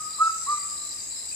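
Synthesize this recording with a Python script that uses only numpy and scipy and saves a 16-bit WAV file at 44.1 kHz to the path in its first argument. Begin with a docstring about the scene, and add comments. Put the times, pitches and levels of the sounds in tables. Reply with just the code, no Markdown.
"""In a forest, a cuckoo on a bare branch whistles two clear notes, the second lower. Each scoops up
to its pitch and rings on among the trees; the echo of an earlier note is still fading at the start.
Crickets chirp between 4 and 7 kHz with quick strokes of their wings, a chorus of insects trills
steadily near 7.7 kHz, other birds call far off and the air rumbles faintly."""
import sys
import numpy as np
from scipy import signal
from scipy.fft import rfft, irfft, next_fast_len
from scipy.io import wavfile
from scipy.ndimage import uniform_filter1d, map_coordinates

SR = 44100
rng = np.random.default_rng(int(sys.argv[2]) if len(sys.argv) > 2 else 0)


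def wav_record(signal):
    """Record a signal, one row per channel, as 16-bit PCM in the file named by sys.argv[1]."""
    frames = np.transpose(np.atleast_2d(signal))
    bounded = np.clip(frames, -1, 1)
    # unit amplitude maps onto the largest positive 16-bit level
    quanta = np.round(bounded * 32767).astype(np.int16)
    wavfile.write(sys.argv[1], SR, quanta)


N = 59535
TIME = np.arange(N) / SR


def amp(db):
    """Turn decibels into a number to multiply by."""
    return 10 ** (np.asarray(db) / 20)


def unit(x):
    """Scale a sound to an average strength (rms) of 1."""
    return x / np.sqrt(np.mean(x ** 2) + 1e-20)


def along(points, hz):
    """Read between (frequency, value) points, with octaves evenly spaced."""
    f, value = np.transpose(points)
    return np.interp(np.log(hz + 1), np.log(f + 1), value)


def pan(db):
    """Gains for the two ears, the left louder by db."""
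    return amp(np.array([[db], [-db]]) / 2)


def wobble(rate):
    """A smooth curve through `rate` random values a second."""
    return map_coordinates(rng.standard_normal(int(N * rate / SR) + 4), [TIME * rate])


def filtered(x, response):
    """Multiply each frequency in x by response(frequency)."""
    size = next_fast_len(N + SR // 2)
    return irfft(rfft(x, size) * response(np.fft.rfftfreq(size, 1 / SR)), size)[..., :N]


def arrive(x, delay_s, lead_s):
    """A sound reaches both ears after a delay, the left sooner by lead_s."""
    ear_delays = delay_s + np.array([[-lead_s], [lead_s]]) / 2
    return filtered(x, lambda hz: np.exp(-2j * np.pi * hz * ear_delays))


def rush(spectrum, side_db):
    """Shaped stereo noise; the lower side_db, the more alike the two ears."""
    noise = filtered(rng.standard_normal((2, N)), lambda hz: amp(along(spectrum, hz)))
    mid, side = noise * amp([[0], [side_db]])
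    return unit(np.array([mid + side, mid - side]))


def blurred_tone(hz, width_hz):
    """A tone blurred by bouncing around: stereo noise close to one pitch."""
    noise = rng.standard_normal((2, N))
    return unit(filtered(noise, lambda f: np.exp(-((f - hz) / (2 * width_hz)) ** 2)))


# tone colour of the rumble and of the hiss: f/Hz, relative level/dB
RUMBLE_SPECTRUM = [(15, -42), (28, -7), (48, -1.5), (100, -0.5), (160, -3), (320, -3.5), (420, -7),
                   (900, -7.5), (1500, -12), (1900, -5.5), (2500, -8), (3300, -14), (4400, -62),
                   (7500, -87)]
HISS_SPECTRUM = [(2500, -47), (4000, -11.5), (9000, 0), (10500, -3.5), (12000, -10), (15000, -13.5)]

def air():
    """The air rumbles low, under a fine hiss."""
    rumble = amp(-52.5) * pan(0.5) * rush(RUMBLE_SPECTRUM, side_db=-1)
    hiss = amp(-48) * rush(HISS_SPECTRUM, side_db=-0.5)
    return rumble + hiss


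# tone colour of the distant crickets: f/Hz, relative level/dB
HAZE_SPECTRUM = [(3300, -27), (3750, -6), (4100, -6), (4400, -9), (4700, -3.5), (5000, 3.5), (5400, -8),
                 (5900, -13), (6300, -15), (6800, -22), (7500, -24.5)]

def cricket_haze():
    """Distant crickets merge into a soft, flickering noise."""
    level_db = -45 + 2 * wobble(14.53) + 1.3 * wobble(110)
    return amp(level_db) * rush(HAZE_SPECTRUM, side_db=-0.5)


# single calls of far crickets and far birds: middle t/s, length/s, f/Hz, level/dB
FAR_CRICKET_CALLS = [(.02, .1, 6120, -49), (.055, 0.037, 5050, -44.5), (.28, 0.033, 5230, -46),
                     (.32, 0.14, 6580, -46), (.41, 0.11, 5960, -45), (.51, 0.054, 5100, -67),
                     (.69, .1, 6690, -47), (.73, .05, 5400, -59), (.94, 0.23, 6000, -51),
                     (1.06, 0.09, 6680, -45), (1.175, 0.052, 5200, -49), (1.33, 0.093, 6050, -52)]
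FAR_BIRD_CALLS = [(.49, 0.079, 1880, -53), (.61, 0.11, 2025, -52.5), (1.33, 0.034, 2500, -49)]

def far_callers():
    """Crickets and birds call far off, and the trees smear their sound."""
    out = np.zeros((2, N))
    for calls, width_hz in [(FAR_CRICKET_CALLS, 155), (FAR_BIRD_CALLS, 66)]:
        for middle, length, hz, db in calls:
            fade = np.exp(-np.abs(2 * (TIME - middle) / length) ** 4)
            out += amp(db) * fade * blurred_tone(hz, width_hz)
    return out


def earlier_echo():
    """The forest still rings with the cuckoo's previous note."""
    start_db, fade_db_per_s = -35.5, 44
    return amp(start_db - fade_db_per_s * TIME) * blurred_tone(hz=1247, width_hz=18)


# how long the forest rings: f/Hz, time to fade by 60 dB/s
RING_TIMES = [(500, 0.8), (1250, 0.96), (6000, 0.38), (12000, 0.31)]

def forest_echo(x):
    """Echoes from many trees blend into a tail, made as strong at each ear as x itself."""
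    delay_s, build_s = 0.042, 0.035
    hz, t, noise = signal.stft(rng.standard_normal((2, SR)), SR, nperseg=256)
    build = np.clip((t - delay_s) / build_s, 0, 1)
    fade = amp(-60 * t / along(RING_TIMES, hz)[:, None])
    tail = signal.istft(noise * build * fade, SR, nperseg=256)[1]
    ears = signal.fftconvolve(x[None], tail / np.linalg.norm(tail[0]), axes=1)[:, :len(x)]
    return np.array([unit(ear) for ear in ears]) * x.std()


def wing_strokes(rows, length_s, fall_hz_per_s):
    """Short tones that fall as the wing slows; rows hold middle t/s, f/Hz, level/dB."""
    out = np.zeros(N)
    for middle, hz, db in rows:
        first, end = np.searchsorted(TIME, [middle - length_s / 2, middle + length_s / 2])
        t = TIME[first:end] - middle
        turns = hz * t - fall_hz_per_s * t ** 2 / 2 + rng.random()
        fade = np.cos(np.pi * t / length_s) ** 2
        out[first:end] += np.sqrt(2) * amp(db) * fade * np.sin(2 * np.pi * turns)
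    return out


# near insects: strokes per second, f/Hz, relative level/dB, left over right/dB
NEAR_TRILLERS = [(54.9, 7430, -3, 13.5), (52.1, 7900, -4, 5.5), (60, 7850, -11, -8)]
# tone colour of the far insects: f/Hz, relative level/dB
CHORUS_SPECTRUM = [(6000, -43.5), (6700, -19), (7050, -7), (7400, -1.5), (7650, -2.5), (7900, 1),
                   (8150, -4), (8400, -12.5), (8700, -21), (9500, -33), (11000, -49)]
# how the whole chorus swells and sinks: t/s, level/dB
CHORUS_SWELL = [(0.0, -43), (0.006, -36.5), (0.09, -39), (0.544, -33.5), (1.064, -39), (1.104, -36.5),
                (1.248, -38), (1.35, -35)]

def insect_chorus():
    """A few near insects trill over the blur of many far ones; all swell together."""
    trills = np.zeros((2, N))
    for rate, hz, db, pan_db in NEAR_TRILLERS:
        chance = rng.standard_normal((100, 3))  # no two strokes are quite alike
        head_start = rng.random()
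        rows = [((k - head_start + 0.04 * late) / rate, hz * (1 + 0.0071 * sharp), db + 0.73 * loud)
                for k, (late, sharp, loud) in enumerate(chance)]
        ears = [wing_strokes(rows, length_s=0.0092, fall_hz_per_s=108000) for ear in range(2)]
        trills += pan(pan_db) * np.array(ears)
    blur = amp(0.5) * pan(2.5) * rush(CHORUS_SPECTRUM, side_db=0)
    swell = amp(np.interp(TIME, *np.transpose(CHORUS_SWELL)))
    return swell * (amp(-3) * unit(trills) + blur)


# the low cricket's chirps: first stroke t/s, number of strokes, level/dB
LONG_CHIRPS = [(.140, 7, -44.5), (0.458, 7, -45.5), (0.78, 8, -44), (1.11, 8, -45)]
# the high cricket's chirps: last stroke t/s, number of strokes, last stroke level/dB, f/Hz
SHORT_CHIRPS = [(.066, 2, -43.5, 5020), (.150, 4, -35, 4774), (0.323, 2, -37.5, 4800), (.517, 2, -40, 4690),
                (.630, 3, -36, 4720), (.718, 2, -39.5, 4760), (.731, 2, -41, 5060), (.927, 2, -39, 4760),
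                (.961, 2, -41, 4980), (1.006, 2, -36, 4770), (1.136, 2, -38.5, 4700), (1.177, 1, -42, 5050),
                (1.306, 2, -35.5, 4760)]

def crickets():
    """Two kinds of cricket rub their wings: long, even chirps and short, swelling ones."""
    low_hz, low_period_s, accent_db = 4058, 0.0195, 0.5
    low_rows = [(first + k * low_period_s, low_hz, db + accent_db * 0.5 ** k)
                for first, count, db in LONG_CHIRPS for k in range(round(count))]
    low = wing_strokes(low_rows, length_s=0.018, fall_hz_per_s=29400)
    high_period_s, step_db = 0.017, 2
    high_rows = [(last - k * high_period_s, hz, db - step_db * k)
                 for last, count, db, hz in SHORT_CHIRPS for k in range(round(count))]
    high = wing_strokes(high_rows, length_s=0.015, fall_hz_per_s=28000)
    return pan(-8) * low + pan(-0.5) * high + amp(-11.5) * forest_echo(low + high)


# the two notes: start t/s, held f/Hz, slow climb/Hz, length/s
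CUCKOO_NOTES = [(.184, 1310, 98.4, 0.14), (.463, 1200, 79.5, 0.132)]
# loudness through each note, one list a note: t/s, level/dB
NOTE_LEVELS = [
    [(.184, -45), (.190, -36), (.199, -30), (.208, -18), (.223, -13.5), (.237, -21.5), (.263, -22),
     (.279, -18), (.288, -41.5), (.296, -23.5), (.305, -27.5), (.314, -56)],
    [(.463, -47), (.472, -35.5), (.484, -27.5), (.502, -22.5), (.514, -26.5), (.529, -22), (.548, -27.5),
     (.567, -41), (.585, -28)],
]
# faint higher tones: multiple of the pitch, first note level/dB, second note level/dB
NOTE_OVERTONES = [(2, -54, -57.5), (5, -46.5, -44), (8, -56, -84)]
# separate echoes off trees: delay/s, relative level/dB, left over right/dB, left ear's lead/s
TREE_ECHOES = [(0.111, -21.5, 2, -.0002), (0.147, -16, 0, .0002), (.295, -29, 10.5, .0001)]

def cuckoo():
    """Nearly pure notes scoop up, then climb slowly to a held pitch; the trees answer."""
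    scoop_hz, scoop_s, climb_s = 260, 0.0049, 0.047
    edge_s, swell_s, release_s = 0.0014, 0.054, 0.0086
    out = np.zeros((2, N))
    for i, (start, hz, climb_hz, length) in enumerate(CUCKOO_NOTES):
        age = np.maximum(TIME - start, 0)
        scoop = scoop_hz * np.exp(-age / scoop_s)
        climb = climb_hz * np.maximum(1 - age / climb_s, 0)
        pitch = (hz - scoop - climb) * (1 + 0.0028 * wobble(90.9))  # slightly unsteady
        phase = 2 * np.pi * np.cumsum(pitch) / SR
        when, db = np.transpose(NOTE_LEVELS[i])
        gate = np.clip(np.minimum(TIME - when[0], when[-1] - TIME) / edge_s, 0, 1)
        loudness = uniform_filter1d(gate * amp(np.interp(TIME, when, db)), size=180)
        note = np.sqrt(2) * loudness * np.sin(phase)
        swell = np.clip(np.minimum(age / swell_s, (start + length - TIME) / release_s), 0, 1)
        upper = sum(amp(levels[i]) * np.sin(round(k) * phase) for k, *levels in NOTE_OVERTONES)
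        overtones = np.sqrt(2) * swell * upper
        held = swell * note  # the held part of the note is what rings on
        out += pan(-1) * arrive(note + overtones, delay_s=0, lead_s=0.00011)
        out += amp(-12) * forest_echo(held) + amp(-13.5) * forest_echo(overtones)
        for delay_s, echo_db, pan_db, lead_s in TREE_ECHOES:
            out += amp(echo_db) * pan(pan_db) * arrive(held, delay_s, lead_s)
    return out


def scene():
    """The cuckoo, with insects, far callers and air around it."""
    return (cuckoo() + earlier_echo() + crickets() + insect_chorus()
            + far_callers() + cricket_haze() + air())


def record(dry):
    """Cut away the very highest treble."""
    return filtered(dry, lambda hz: hz < 15450)


dry = scene()
out = record(dry)
wav_record(out)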